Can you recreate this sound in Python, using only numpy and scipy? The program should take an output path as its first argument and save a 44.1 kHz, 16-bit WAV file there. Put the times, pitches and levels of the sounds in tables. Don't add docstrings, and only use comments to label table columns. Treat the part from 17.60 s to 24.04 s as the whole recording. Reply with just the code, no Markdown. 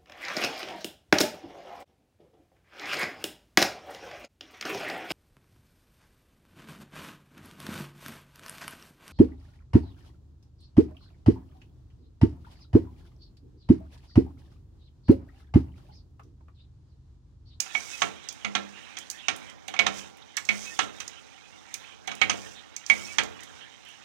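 import sys
import numpy as np
from scipy import signal
from scipy.fft import rfft, irfft
from scipy.io import wavfile
from scipy.ndimage import uniform_filter1d

SR = 44100
rng = np.random.default_rng(int(sys.argv[2]) if len(sys.argv) > 2 else 0)


def pcm_store(signal):
    levels = np.round(np.clip(np.atleast_2d(signal), -1, 1) * 32767)
    wavfile.write(sys.argv[1], SR, levels.astype(np.int16).T)


N = 284004

# start in seconds, relative blow level in dB, then wall ring, bass,
# body and lowest mode, all four in dB against the blow.
KNOCKS = [(0.0606, -42, -9, -11, -6, -15), (0.1489, -29.5, 11, -9.5, -4, -4),
          (0.4186, -17, -11.5, -13.5, -1, -7), (0.8465, -25, 1, -14, -6, 1),
          (0.9513, -20, -10, -14, -3.5, 1.5), (1.369, -35.5, -41, -18, -10, -15),
          (1.6831, -18, -18, -19, -6, -13), (2.0814, -32.5, -11, -8, -20, -5),
          (2.1388, -33.5, -11, -11, 1.5, -2), (2.163, -39.5, 3.5, -11, -6, 2),
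          (2.1907, -15, 1, -14, -12, -2), (2.2649, -18, -19, -15.5, -4, -1.5),
          (2.7711, -28, -9, -45, -19, -30), (2.8887, -19, 4.5, -21, -15, -1.5),
          (3.1903, -16.5, -18, -17, -2, -14), (3.4026, -32.5, -25, -25, -7.5, -12),
          (4.142, -37, -3.5, -35, -18, -28), (4.4757, -30, -9, -6.5, -9, -4),
          (4.5149, -32, -11, -21, 1, -5), (4.6143, -16, 3.5, -18, -12, -5.5),
          (4.6963, -17.5, -26, -16.5, -8.5, -5), (5.1642, -55, 9, -15, -12, -22),
          (5.2986, -18, 5, -20, -13, -7), (5.5837, -15, -18, -18.5, -5.5, -15)]
# start in seconds, relative level in dB, top treble in dB against it.
SMACKS = [(0.0024, -7.5, -21), (0.687, -11.5, -34.5), (0.725, -30.5, -16), (1.386, -22.5, -20.5),
          (1.5002, -17.5, -18.5), (1.511, -23.5, -17), (1.762, -33, -9), (1.898, -34, -25),
          (2.08, -25, -19), (2.5701, -53.5, -1.5), (2.7676, -11.5, -21.5), (2.851, -23, -28),
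          (3.4018, -21, -24), (3.478, -21, -27), (4.1405, -16.5, -18.5), (4.474, -25, -22),
          (4.551, -30, -17), (4.889, -33, -33), (5.1636, -17, -28.5), (5.263, -22, -30),
          (5.634, -21.5, -24), (5.8057, -35.5, -24), (5.833, -29, -19), (6.25, -47, -12),
          (6.286, -48.5, -6)]
# frequency in Hz, level in dB, time to decay by 60 dB in seconds.
POT_MODES = [(201.4, -19.5, 0.53), (698, -7, 0.24), (767.7, 2.5, 0.074), (932, -5.5, 0.021),
             (1116, -6, 0.058), (1265, -4.5, 0.085), (1354, -7.5, 0.12), (1957, -19, 0.12),
             (2068, -10, .12), (2241, 2, .115), (2330, -9, .07), (2410, -11, .09), (2475, -8, .12),
             (2630, -39, 0.016), (2870, -7.5, 0.033), (3190, -3.5, 0.026), (3105, -14.5, 0.013),
             (3357, -5, 0.03), (3623, -6.5, 0.0086), (3776, -17, 0.056), (4000, -55, 0.17),
             (5220, 1, 0.013), (5570, -12.5, 0.061), (6110, 2, 0.044), (6520, 2, 0.011), (6600, -15, 0.042)]
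# frequency in Hz, gain in dB.
CRACK_SPECTRUM = [(100, -21), (400, -7), (900, 6), (2500, 8), (3800, -3), (4600, -1.5), (6200, 0.5),
                  (8500, -6), (10500, -19), (16000, -92)]
# frequency in Hz, gain in dB.
RUB_SPECTRUM = [(500, -19.5), (1000, -2), (2000, 5), (3200, 2.5), (4000, -1), (4600, -19), (6000, -37)]
# frequency in Hz, relative density in dB.
HUM_SPECTRUM = [(18, -25), (30, 11), (48, -19), (138, -21), (600, -18), (780, 16), (2480, -35), (3060, 5),
                (4420, 0), (6210, 3.5), (16000, -83)]
# frequency in Hz, gain in dB.
RIGHT_PORT = [(30, 13), (150, 9), (350, 10), (700, 9.5), (1500, 6), (7000, 8), (11000, 1.5), (16000, 3.5)]
# frequency in Hz, gain in dB.
LEFT_PORT = [(30, -12.5), (200, 1), (600, 3), (1200, -5.5), (2500, -13), (5000, -16), (7500, -3),
             (11000, 0), (16000, 0)]
# start in seconds, length in seconds,
# centre in Hz, level in dB.
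SQUEAKS = [(.255, 0.042, 2240, -51), (0.319, 0.05, 2560, -42.5), (1.221, 0.042, 2930, -52),
           (1.39, 0.06, 3260, -52.5), (1.572, 0.057, 3340, -49.5), (1.613, 0.071, 2780, -51),
           (1.857, 0.076, 3150, -54.5), (1.848, 0.093, 2020, -55), (2.615, 0.024, 3500, -54),
           (2.994, 0.098, 6170, -51.5), (3.049, 0.071, 2560, -45), (3.101, 0.051, 1820, -51),
           (3.554, 0.055, 3020, -52), (4.203, 0.18, 3150, -57.5), (4.94, .09, 3650, -52.5),
           (5.441, 0.025, 5570, -46), (5.46, 0.06, 2570, -48.5), (5.488, .055, 2280, -47),
           (5.992, 0.069, 2970, -51.5), (6.231, 0.12, 3040, -52.5)]
# time in seconds, rub level in dB.
DRAG = [(0, -49.5), (.55, -54.5), (1.34, -54), (1.76, -55), (1.9, -53), (1.95, -68), (2.1, -56), (2.3, -59),
        (2.48, -53.5), (2.53, -63), (2.8, -60.5), (3.4, -54), (3.52, -56), (3.9, -58.5), (4.3, -53.5),
        (4.38, -63.5), (4.58, -52), (4.8, -53.5), (5.1, -59), (5.95, -54), (6.2, -58.5), (6.44, -55)]
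# start in seconds, time held in seconds,
# edge rasp in dB, change while held in dB.
SCRAPES = [(.08, 0.37, -48.5, -0.5), (.72, 0.018, -58, -4), (2.301, 0.086, -47.5, 2),
           (2.85, .38, -47.5, -4.5), (3.3, 0.13, -62.5, 0), (4.68, 0.25, -50.5, -7),
           (5.25, 0.29, -45, -6.5), (6.24, 0.071, -64, 0)]

HUM_DB = -65
EDGE_DB, EDGE_PER_WALL_DB = -10.5, -0.23
THUMP_DB, THUMP_PER_BASS_DB = -15.5, 0.52
SMACK_HZ, SMACK_T60_S, SMACK_RISE_S = 6260, 0.018, 0.0012
SCRAPE_ATTACK_S, SCRAPE_RELEASE_DB_PER_S = 0.088, 224
SCRAPE_RUB_DB, SCRAPE_FIZZ_DB = -3, -14.5
DRAG_EDGE_DB, DRAG_FIZZ_DB = -10, -30
SLOSH_DB, SLOSH_BLOW_DB, SLOSH_T60_S = -62.5, -31.5, 1.07
SLOSH_PER_DRAG_DB = 0.18
SHUDDER_DB, SHUDDER_T60_S = -8.5, 0.13
WALL_WIDTH_HZ, SAUCE_WIDTH_HZ = 25, 410
FAINT_COUNT, FAINT_S, FAINT_WIDTH_HZ = 30, 0.06, 200
FAINT_LOW_HZ, FAINT_HIGH_HZ, FAINT_DB = 1800, 3600, -3
EARLY_T60_S, LATE_T60_S, LATE_DB = 0.05, 0.3, 20
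ROOM_DB = -11
SHARED_HZ, SHARED_DB = 537, -3
TOP_HZ = 16200


def amp(db):
    return 10 ** (np.asarray(db) / 20)


def unit(x):
    return x / np.sqrt(np.mean(x ** 2))


def power_sum(*levels_db):
    return 10 * np.log10(sum(amp(db) ** 2 for db in levels_db))


def decay(t, t60):
    return np.exp(-np.log(1000) * t / t60)


def colour(x, points):
    size = 4096
    hz, db = np.transpose(points)
    bins_hz = np.arange(size // 2 + 1) * SR / size
    gain_db = np.interp(np.log(bins_hz + 1), np.log(hz), db)
    cepstrum = irfft(np.log(amp(gain_db)), size)
    cepstrum[1:size // 2] *= 2
    cepstrum[size // 2 + 1:] = 0
    impulse_response = irfft(np.exp(rfft(cepstrum)), size)[:size // 2]
    return signal.oaconvolve(x, impulse_response)[:len(x)]


def ring(x, hz, t60):
    radius = decay(1 / SR, t60)
    angle = 2 * np.pi * hz / SR
    return signal.lfilter([0, radius * np.sin(angle)], [1, -2 * radius * np.cos(angle), radius ** 2], x)


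def walk(rate):
    hold = int(SR / rate)
    steps = np.repeat(rng.standard_normal(N // hold + 1), hold)
    return uniform_filter1d(steps, hold)[:N]


def add(out, s, piece):
    i = int(s * SR)
    out[i:i + len(piece)] += piece[:len(out) - i]


def burst(rise_s, t60, size=8192):
    t = np.arange(size) / SR
    return rng.standard_normal(size) * (1 - np.exp(-t / rise_s)) * decay(t, t60)


def grit(rough_db):
    return unit(rng.standard_normal(N) * amp(rough_db * walk(400)))


def patchy(x, patchy_db):
    spectrum = signal.stft(x, nperseg=512)[2]
    patch = uniform_filter1d(rng.standard_normal(spectrum.shape), size=3, axis=0)
    patch = uniform_filter1d(patch, size=6, axis=1)
    return unit(signal.istft(spectrum * amp(patchy_db * unit(patch)), nperseg=512)[1][:N])


def kitchen_hum():
    return amp(HUM_DB) * unit(colour(rng.standard_normal(N), HUM_SPECTRUM))


def after_blows(t, t60):
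    return power_sum(*(np.where(t > s, blow - 60 * (t - s) / t60, -200) for s, blow, *_ in KNOCKS))


def scraping(t):
    levels_db = []
    for s, held, db, change_db in SCRAPES:
        attack_db = 20 * np.log10(np.clip((t - s) / SCRAPE_ATTACK_S, 1e-6, 1))
        drift_db = change_db * np.clip((t - s) / held, 0, 1)
        release_db = SCRAPE_RELEASE_DB_PER_S * np.maximum(t - s - held, 0)
        levels_db.append(db + attack_db + drift_db - release_db)
    return power_sum(*levels_db)


def motion():
    t = np.arange(0, N / SR, 1 / 1000)
    drag_db = np.interp(t, *np.transpose(DRAG))
    scrape_db = scraping(t)
    shudder_db = after_blows(t, SHUDDER_T60_S) + SHUDDER_DB
    rub_db = power_sum(drag_db, scrape_db + SCRAPE_RUB_DB, shudder_db)
    edge_db = power_sum(drag_db + DRAG_EDGE_DB, scrape_db)
    fizz_db = power_sum(drag_db + DRAG_FIZZ_DB, scrape_db + SCRAPE_FIZZ_DB)
    stirred_db = SLOSH_DB + SLOSH_PER_DRAG_DB * (drag_db - drag_db.mean())
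    slosh_db = power_sum(stirred_db, after_blows(t, SLOSH_T60_S) + SLOSH_BLOW_DB)
    return rub_db, edge_db, fizz_db, slosh_db


def stirring(rub_db, edge_db, fizz_db, slosh_db):
    edge_shape = [(4000, -14.5), (5200, -4.5), (6200, -2), (7500, -8), (9000, -10), (11000, -27)]
    fizz_shape = [(7000, -36), (10000, 0), (15000, -6.5)]
    slosh_shape = [(25, -8.5), (70, 6.5), (400, 0.5), (800, -3.5), (1500, -2.0), (2500, -31.5)]
    rub = patchy(colour(grit(2.7), RUB_SPECTRUM), patchy_db=3.5)
    edge = patchy(colour(grit(2.5), edge_shape), patchy_db=2.0)
    fizz = patchy(colour(grit(2.8), fizz_shape), patchy_db=1.0)
    slosh = unit(colour(grit(0.87), slosh_shape))
    flutter_db = 1.6 * walk(35)
    return (rub * amp(rub_db + 2.02 * walk(25)) + edge * amp(edge_db + flutter_db)
            + fizz * amp(fizz_db + flutter_db) + slosh * amp(slosh_db + 2.1 * walk(12)))


def edge_of_blow(wall):
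    return EDGE_DB + EDGE_PER_WALL_DB * wall


def pot(rub_db):
    out = np.zeros(N)
    shape = (len(KNOCKS), len(POT_MODES))
    spot_db = 2.8 * rng.standard_normal(shape)
    late_s = 0.003 * rng.random(shape)
    sign = rng.choice([-1, 1], shape)
    slips = grit(1.3)
    tone_hz = [300, 600, 850, 900, 1400, 1800, 2050, 2500, 2580, 4200, 5300]
    for m, (hz, db, t60) in enumerate(POT_MODES):
        mode_rub_db = np.interp(hz, *np.transpose(RUB_SPECTRUM)) - 52.5
        push = slips * amp(rub_db + mode_rub_db + 0.83 * walk(28))
        for k, (s, blow, wall, bass, body, rock) in enumerate(KNOCKS):
            tones_db = [rock, bass, bass, body, body, 0, wall, wall, 0, 0, edge_of_blow(wall)]
            blow_db = blow + np.interp(hz, tone_hz, tones_db) + spot_db[k, m] - 3.0
            push[int((s + late_s[k, m]) * SR)] += sign[k, m] * amp(blow_db)
        out += amp(db) * ring(push, hz, t60)
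    return signal.sosfilt(signal.butter(4, 8500, fs=SR, output="sos"), out)


def smacks():
    out = np.zeros(N)
    for s, db, top_db in SMACKS:
        tick = burst(SMACK_RISE_S, SMACK_T60_S)
        film_fizz = amp(-17.5) * burst(0.0045, 0.1)
        shape = [(900, -30), (3500, -13), (SMACK_HZ, 0), (9800, top_db + 9.5), (16000, top_db)]
        add(out, s, amp(db + 2.5) * colour(tick + film_fizz, shape))
    return out


def cracks():
    out = np.zeros(N)
    for s, blow, wall, bass, body, _ in KNOCKS:
        balance = [(700, bass), (1300, body), (2000, 0), (4200, 0.0043), (5300, edge_of_blow(wall))]
        crack = colour(colour(burst(0.00023, 0.095), CRACK_SPECTRUM), balance)
        add(out, s, crack * amp(blow - 3.0))
    return out


def thumps():
    out = np.zeros(N)
    shape = [(30, -21), (90, 2), (350, 6.0), (1200, -1.5), (2500, -63)]
    for s, blow, _, bass, *_ in KNOCKS:
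        thump_db = THUMP_DB + THUMP_PER_BASS_DB * bass
        rumble = colour(burst(0.014, 0.36, size=16384), shape)
        add(out, s, amp(blow + thump_db + 11.5) * rumble)
    return out


def on_bare_wall(s):
    return any(start < s < start + held for start, held, *_ in SCRAPES)


def squeaks(faint):
    out = np.zeros(N)
    rows = []
    for s, length, hz, db in SQUEAKS:
        rows.append((s, length, hz, WALL_WIDTH_HZ if on_bare_wall(s) else SAUCE_WIDTH_HZ, db))
    for when, long, pitch in faint:
        s = when * N / SR
        hz = FAINT_LOW_HZ + pitch * (FAINT_HIGH_HZ - FAINT_LOW_HZ)
        db = np.interp(s, *np.transpose(DRAG)) + FAINT_DB
        rows.append((s, FAINT_S * (0.5 + long), hz, FAINT_WIDTH_HZ, db))
    for s, length, hz, width_hz, db in rows:
        wander = np.sqrt(2 * np.pi * width_hz / SR) * rng.standard_normal(int(length * SR))
        song = np.sin(np.cumsum(2 * np.pi * hz / SR + wander))
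        song = unit(ring(song, hz, 1.2 / width_hz))
        add(out, s, amp(db) * song * np.sqrt(np.hanning(len(song))))
    return out


def kitchen(x):
    t = np.arange(SR // 2) / SR
    fade = decay(t, EARLY_T60_S) + amp(LATE_DB) * decay(t, LATE_T60_S)
    response = rng.standard_normal(len(t)) * fade / np.sqrt(np.sum(fade ** 2))
    return signal.fftconvolve(x, response)[:N]


def side_of_pot(levels_db, faint):
    rub_db, edge_db, fizz_db, slosh_db = (
        np.interp(np.arange(N), np.arange(len(db)) * SR / 1000, db) for db in levels_db)
    near = stirring(rub_db, edge_db, fizz_db, slosh_db) + pot(rub_db)
    near += smacks() + cracks() + thumps() + squeaks(faint)
    return near + amp(ROOM_DB) * kitchen(near) + kitchen_hum()


def scene():
    levels_db = motion()
    faint = rng.random((FAINT_COUNT, 3))
    return np.array([side_of_pot(levels_db, faint), side_of_pot(levels_db, faint)])


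def record(dry):
    right = colour(dry[0], RIGHT_PORT)
    shared_bass = signal.filtfilt(*signal.butter(2, SHARED_HZ, fs=SR), right)
    left = colour(dry[1], LEFT_PORT) - amp(SHARED_DB) * shared_bass
    top_cut = signal.ellip(8, 0.2, 70, TOP_HZ, fs=SR, output="sos")
    return signal.sosfilt(top_cut, np.tanh([left, right]))


dry = scene()
out = record(dry)
pcm_store(out)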